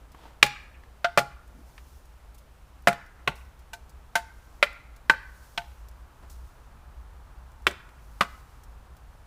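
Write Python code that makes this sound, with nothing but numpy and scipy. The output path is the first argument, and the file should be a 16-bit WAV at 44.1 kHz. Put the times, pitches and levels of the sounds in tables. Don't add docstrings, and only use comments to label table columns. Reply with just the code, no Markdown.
import sys
import numpy as np
from scipy import signal
from scipy.fft import rfft, irfft
from scipy.io import wavfile
from scipy.ndimage import uniform_filter1d, map_coordinates

SR = 44100
rng = np.random.default_rng(int(sys.argv[2]) if len(sys.argv) > 2 else 0)


def log_audio(samples):
    frames = np.atleast_2d(samples).T
    limited = np.clip(frames, -1, 1)
    pcm = np.round(limited * 32767).astype(np.int16)
    wavfile.write(sys.argv[1], SR, pcm)


N = 408366


def amp(db):
    return 10 ** (np.asarray(db) / 20)


def unit(x):
    return x / np.sqrt(np.mean(x ** 2) + 1e-20)


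def along(curve, hz):
    freqs, values = np.transpose(curve)
    return np.interp(np.log(hz + 1), np.log(freqs + 1), values)


def bell(hz, centre_hz, octaves):
    return np.exp(-(np.log2((hz + 1) / centre_hz) / octaves) ** 2)


def wobble(rate_hz):
    knots = rng.standard_normal(int(N * rate_hz / SR) + 4)
    return map_coordinates(knots, [np.arange(N) * rate_hz / SR])


def swell(peak_s, width_s):
    return np.exp(-((np.arange(N) / SR - peak_s) / width_s) ** 2)


def attack(t, rise_s):
    return 1 - np.exp(-t / rise_s)


def fade(t, t60_s):
    return np.exp(-np.log(1000) * t / t60_s)


def contact(t, t60_s, rise_s, hold_s, linger_db, linger_t60_s):
    after = np.maximum(t - hold_s, 0)
    return attack(t, rise_s) * np.hypot(fade(after, t60_s), amp(linger_db) * fade(after, linger_t60_s))


def noise(spectrum, size, eq=lambda hz: 0):
    hz = np.fft.rfftfreq(size, 1 / SR)
    return unit(irfft(rfft(rng.standard_normal(size)) * amp(along(spectrum, hz) + eq(hz)), size))


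def burst(spectrum, envelope, eq=lambda hz: 0):
    x = noise(spectrum, len(envelope), eq) * envelope
    return x * np.linalg.norm(envelope) / np.linalg.norm(x)


def add(track, start_s, x):
    part = track[max(round(start_s * SR), 0):][:len(x)]
    part += x[:len(part)]


# freq_hz, level_db
RUMBLE_SPECTRUM = [(15, -16.5), (28, -8), (42, -5.5), (52, 0), (64, 1), (76, -12.5), (110, -17.5),
                   (150, -21.5), (250, -38), (600, -71.5)]
TRAFFIC_SPECTRUM = [(80, -4.5), (200, 0), (400, -2), (650, -1), (900, -1.5), (1300, -4), (1800, -10),
                    (2600, -20), (5000, -33), (15000, -56.5)]
TYRE_SPECTRUM = [(200, -26), (600, -10.5), (880, 2), (1250, -0.5), (1600, -5.5), (2200, -20), (5000, -45.5)]
FLOOR_SPECTRUM = [(100, 8.5), (1000, 2.5), (2500, 6), (5000, -1), (9000, -3), (15000, -6)]
def distant_traffic(nearest_s=7.53, pass_s=1.8):
    car_db = -10 * np.log10(1 + ((np.arange(N) / SR - nearest_s) / pass_s) ** 2)
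    rumble = amp(-47 + 0.33 * car_db) * noise(RUMBLE_SPECTRUM, N)
    lull_db = -swell(peak_s=2.66, width_s=0.91)
    wash = amp(-61 + lull_db + 0.5 * wobble(5)) * noise(TRAFFIC_SPECTRUM, N)
    tyres = amp(-62.5 + car_db + 0.7 * wobble(7.5)) * noise(TYRE_SPECTRUM, N)
    return rumble + wash + tyres + amp(-66.5) * noise(FLOOR_SPECTRUM, N)


# start_s, level_db, t60_s
CLEAR_CRACKLES = [(0.118, -55, .05), (2.345, -54, 0.058), (2.381, -53.5, 0.066), (3.354, -57.5, 0.34),
                  (3.591, -58, 0.062), (3.894, -53.5, 0.062), (4.962, -51, 0.042), (5.885, -51, 0.04),
                  (6.298, -52, 0.26), (8.635, -54, 0.065)]
# freq_hz, level_db
SIZZLE_SPECTRUM = [(1500, -30), (3500, -3), (5500, 1.5), (8000, -1), (12000, -2.5), (15500, -2.5)]
def crackles(faint_count, faint_db=-58, spread_db=5, faint_t60_s=0.035):
    out, t = np.zeros(N), np.arange(SR // 3) / SR
    faint = [(when * N / SR, faint_db + spread_db * (2 * size - 1), faint_t60_s)
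             for when, size in rng.random((faint_count, 2))]
    for start_s, level_db, t60_s in CLEAR_CRACKLES + faint:
        grain = amp(3 * np.repeat(rng.standard_normal(len(t)), 32)[:len(t)])
        envelope = grain * fade(t, t60_s) * attack(t, 0.00041)
        add(out, start_s, amp(level_db) * burst(SIZZLE_SPECTRUM, envelope))
    return out


# start_s, level_db, t60_s
FOOTFALLS = [(0.145, -38, 0.037), (0.253, -39.5, 0.054), (6.225, -50.5, 0.19), (8.852, -58, 0.11)]
# freq_hz, level_db
SOLE_SPECTRUM = [(80, -12.5), (200, -1), (500, -3.5), (900, 0.5), (1500, -9), (3000, -18.5), (9000, -35.5)]
GRASS_SPECTRUM = [(100, -16.5), (250, -1), (900, 0.5), (2000, -6.5), (3200, -4), (6000, -15.5),
                  (15000, -26)]
def steps():
    out, t = np.zeros(N), np.arange(SR // 3) / SR
    for start_s, level_db, t60_s in FOOTFALLS:
        add(out, start_s, amp(level_db) * burst(SOLE_SPECTRUM, fade(t, t60_s) * attack(t, 0.0025)))
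    blades = amp(3 * wobble(110))
    scuff = amp(-55.5) * noise(SOLE_SPECTRUM, N) + amp(-58.5) * blades * noise(GRASS_SPECTRUM, N)
    return out + swell(peak_s=0.25, width_s=0.089) * scuff


# freq_hz, level_db
CLACK_SPECTRUM = [(150, -33.5), (400, -12.5), (700, -7.5), (1100, 3.5), (2000, 2), (2900, -1.5),
                  (4200, -8.5), (5500, -16.5), (9000, -34.5), (16000, -43)]
def contact_noise(t, envelope, eq):
    hz = np.fft.rfftfreq(2 * len(t), 1 / SR)
    spectrum = rfft(burst(CLACK_SPECTRUM, envelope, eq), 2 * len(t))
    band_rms = np.sqrt(np.abs(uniform_filter1d(np.abs(spectrum) ** 2, size=600)) + 1e-12)
    target = amp(along(CLACK_SPECTRUM, hz) + eq(hz))
    even = irfft(spectrum * target / band_rms)[:len(t)] * attack(t, 0.0003)
    return even * np.linalg.norm(envelope) / np.linalg.norm(even)


def overtones(t, eq, t60_s=0.06, count=34):
    place, phase = rng.random((2, count))
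    hz = np.geomspace(1100, 13000, count) * 2 ** ((place - 0.5) / 5)
    gains = amp(along(CLACK_SPECTRUM, hz) + eq(hz)) * np.sqrt(hz)
    waves = np.sin(2 * np.pi * (hz[:, None] * t + phase[:, None]))
    return unit(gains @ waves) * fade(t, t60_s) * attack(t, 0.0014)


def clack(t, centre_hz, tilt_db_per_octave, t60_s):
    def eq(hz):
        tilt_db = tilt_db_per_octave * np.log2((hz + 100) / centre_hz)
        return 4.4 * bell(hz, centre_hz, octaves=0.52) + tilt_db
    touch = contact(t, t60_s, rise_s=0.0006, hold_s=0.0025, linger_db=-22.5, linger_t60_s=0.11)
    crack_t = np.maximum(t - 0.0018, 0)
    crack = 2.1 * np.sin(2 * np.pi * centre_hz * crack_t) * fade(crack_t, 0.003)
    upper_modes = amp(-13) * overtones(t, eq)
    return contact_noise(t, touch, eq) + crack + upper_modes


# freq_hz, level_db
THUD_SPECTRUM = [(40, -25), (90, -17.5), (140, -2), (220, -1), (300, -9), (420, -3), (600, 0),
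                 (1200, -29.5), (4000, -68)]
def thud(t, centre_hz, boost_db=8.5):
    push = contact(t, 0.074, rise_s=0.0043, hold_s=0.004, linger_db=-9.5, linger_t60_s=0.18)
    return burst(THUD_SPECTRUM, push, lambda hz: boost_db * bell(hz, centre_hz, octaves=0.23))


# freq_hz, level_db
SNAP_SPECTRUM = [(1500, -40), (3500, -1.5), (5500, -1), (8000, -2.5), (11000, -7.5), (15500, -11)]
def snap(t):
    touch = contact(t, 0.025, rise_s=0.0012, hold_s=0.00077, linger_db=-8.5, linger_t60_s=0.1)
    return burst(SNAP_SPECTRUM, touch)


# pitch_hz, level_db, t60_s
FIRST_STICK_MODES = [(695.4, -1, 0.14), (1430, -15, 0.13), (2490, -12.5, 0.038), (2880, -17, 0.056),
                     (3880, -26.5, .06), (5600, -27, .06)]
SECOND_STICK_MODES = [(902, -2, 0.078), (892, -20.5, 0.35), (1535, 1, 0.068), (2100, -12, .05),
                      (3308, -22.5, 0.046), (4178, -20.5, 0.07), (6270, -27.5, .06), (7880, -29.5, .07)]
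POLE_KNOCK_MODES = [(579, 2.5, 0.054), (1165, -14.5, .07), (1384, -3, 0.086), (2045.4, -6, 0.06),
                    (2380, -6, 0.055), (3057, -14.5, 0.05), (3923, -12.5, 0.048), (4393, -16, 0.054),
                    (4720, -20.5, 0.049)]
POLE_HUM_MODES = [(135, -11.5, 0.36), (831, 1, .24), (1407, -12, 0.14), (1405, -9.5, 0.2),
                  (3540, -15.5, 0.15), (4900, -16.5, .13)]
def ring(modes, t, centre_hz, rise_s):
    out = np.zeros(len(t))
    for pitch_hz, level_db, t60_s in modes:
        detune, phase = rng.standard_normal(2)
        wave = np.sin(2 * np.pi * (pitch_hz * (1 + 0.001001 * detune) * t + phase))
        out += amp(level_db + 8 * bell(pitch_hz, centre_hz, octaves=0.31)) * fade(t, t60_s) * wave
    return out * attack(t, rise_s)


# freq_hz, level_db
YARD_SPECTRUM = [(80, -3.5), (160, 3.5), (400, -3), (660, -8), (870, -2.5), (1500, -3), (2700, -2),
                 (4300, 2.5), (6000, 2.5), (16000, 0.5)]
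# freq_hz, t60_s
YARD_TAIL = [(150, 0.495), (600, 0.41), (1500, 0.83), (3000, 0.48), (6000, 0.45), (14000, .36)]
def yard_reverb(t):
    hz, frame_s, bands = signal.stft(noise(YARD_SPECTRUM, len(t)), SR, nperseg=256)
    decay = fade(frame_s, along(YARD_TAIL, hz)[:, None])
    tail = signal.istft(bands * decay, SR, nperseg=256)[1][:len(t)] * attack(t, 0.0091)
    return tail / np.linalg.norm(tail)


# delay_s, level_db, t60_s
WALL_SLAPS = [(.035, -36, .03), (.128, -46, 0.059), (.31, -56, .26)]
def wall_echoes(t, centre_hz=1800, boost_db=4.5):
    out = np.zeros(len(t))
    for delay_s, level_db, t60_s in WALL_SLAPS:
        scatter = contact(t, t60_s, rise_s=0.003, hold_s=0.005, linger_db=-24.5, linger_t60_s=0.3)
        echo = burst(CLACK_SPECTRUM, scatter, lambda hz: boost_db * bell(hz, centre_hz, octaves=0.67))
        add(out, delay_s, amp(level_db) * echo / np.linalg.norm(echo))
    return out


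# start_s, clack_db, centre_hz, tilt_db_per_octave, clack_t60_s, thud_db,
# thud_hz, snap_db, first_stick_db, second_stick_db, knock_db, hum_db
STICK_HITS = [ (0.4273, -1.5, 2386, 4, 0.016, -25.5, 219.7, -18, -43, -41, -32, -23.5),
              (1.0440, -20, 1510, 3, 0.055, -55, 400, -40, -14.5, -26.5, -26.5, -44),
              (1.1744, -15, 1130, -1, 0.059, -21.5, 125, -21.5, -16.5, -38, -14, -24),
              (2.8720, -12, 1890, -1.5, 0.06, -21, 189.3, -22.5, -10, -25, -18, -27),
              (3.2750, -16, 2870, -5, 0.039, -28.5, 150, -32, -34.5, -24, -28.5, -42),
              (3.7322, -37, 1896, 9, 0.047, -55, 200, -37, -39, -35, -64, -62),
              (4.1540, -23, 2000, 1.5, 0.077, -36.5, 200, -21.5, -20.5, -16.5, -32.5, -45),
              (4.6266, -11.5, 2350, .5, 0.043, -31.5, 525, -27, -38.5, -40.5, -16, -42),
              (5.0965, -8.5, 1650, -1, 0.03, -28.5, 520, -28, -40, -15, -22.5, -41),
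              (5.5760, -21.5, 2590, 4, 0.027, -44.5, 170, -38, -26.5, -26.5, -50, -42),
              (7.6673, -11, 2914, -2.3, 0.032, -25.5, 368, -26, -36, -28, -49.5, -49.5),
              (8.2082, -12.5, 1200, -2, 0.049, -29, 190, -26.5, -31.5, -36.5, -47.5, -49)]
def blows(reverb_db=-21.5):
    out, t = np.zeros(N), np.arange(2 * SR // 3) / SR
    for (start_s, clack_db, centre_hz, tilt_db_per_octave, clack_t60_s, thud_db,
         thud_hz, snap_db, first_stick_db, second_stick_db, knock_db, hum_db) in STICK_HITS:
        blow = (amp(clack_db) * clack(t, centre_hz, tilt_db_per_octave, clack_t60_s)
                + amp(thud_db) * thud(t, thud_hz)
                + amp(snap_db) * snap(t)
                + amp(first_stick_db) * ring(FIRST_STICK_MODES, t, centre_hz, rise_s=0.0015)
                + amp(second_stick_db) * ring(SECOND_STICK_MODES, t, centre_hz, rise_s=0.0012)
                + amp(knock_db) * ring(POLE_KNOCK_MODES, t, centre_hz, rise_s=0.00061)
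                + amp(hum_db) * ring(POLE_HUM_MODES, t, centre_hz, rise_s=0.002))
        space = amp(reverb_db) * yard_reverb(t) + wall_echoes(t)
        add(out, start_s, blow + signal.fftconvolve(blow, space)[:len(t)])
    return out


# start_s, clack_db, snap_db
WOOD_TICKS = [(0.463, -33, -33.5), (0.835, -50.5, -68), (1.182, -14, -31), (1.19, -24, -26),
              (1.779, -42.5, -60), (2.882, -49, -24.5), (2.928, -29, -41.5), (7.71, -46, -44),
              (7.890, -52.5, -62), (8.232, -31, -57)]
def ticks():
    out, t = np.zeros(N), np.arange(SR // 3) / SR
    envelope = contact(t, 0.025, rise_s=0.0005, hold_s=0.0012, linger_db=-13, linger_t60_s=0.1)
    for start_s, clack_db, snap_db in WOOD_TICKS:
        add(out, start_s, amp(clack_db) * burst(CLACK_SPECTRUM, envelope))
        add(out, start_s, amp(snap_db) * burst(SNAP_SPECTRUM, envelope))
    return out


def swish(peak_s=1.575, pitch_hz=215, octaves_per_s=3.5):
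    octaves = np.clip(octaves_per_s * (np.arange(N) / SR - peak_s), -1, 1)
    phase = 2 * np.pi * np.cumsum(pitch_hz * 2 ** octaves) / SR
    tone = unit(wobble(99) * np.sin(phase + 2 * wobble(85)))
    return amp(-52) * swell(peak_s, width_s=0.054) * tone


# peak_s, level_db, width_s
RUB_SWELLS = [(1.82, -66.5, 0.24), (4.419, -71, .25), (5.52, -64, 0.27), (6.4, -72, 0.21),
              (8.28, -66.5, .28)]
def rubs(rest_db=-78.5):
    swells = sum(amp(level_db) * swell(peak_s, width_s) for peak_s, level_db, width_s in RUB_SWELLS)
    return (amp(rest_db) + swells) * amp(1.2 * wobble(25)) * noise(SIZZLE_SPECTRUM, N)


def scene():
    return (blows() + ticks() + crackles(faint_count=14) + steps() + swish() + rubs()
            + distant_traffic())[None]


def record(dry, cutoff_hz=15400):
    clipped = dry / (1 + np.abs(dry) ** 8) ** (1 / 8)
    return signal.sosfilt(signal.ellip(10, 0.1, 80, cutoff_hz, fs=SR, output="sos"), clipped)


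dry = scene()
out = record(dry)
log_audio(out)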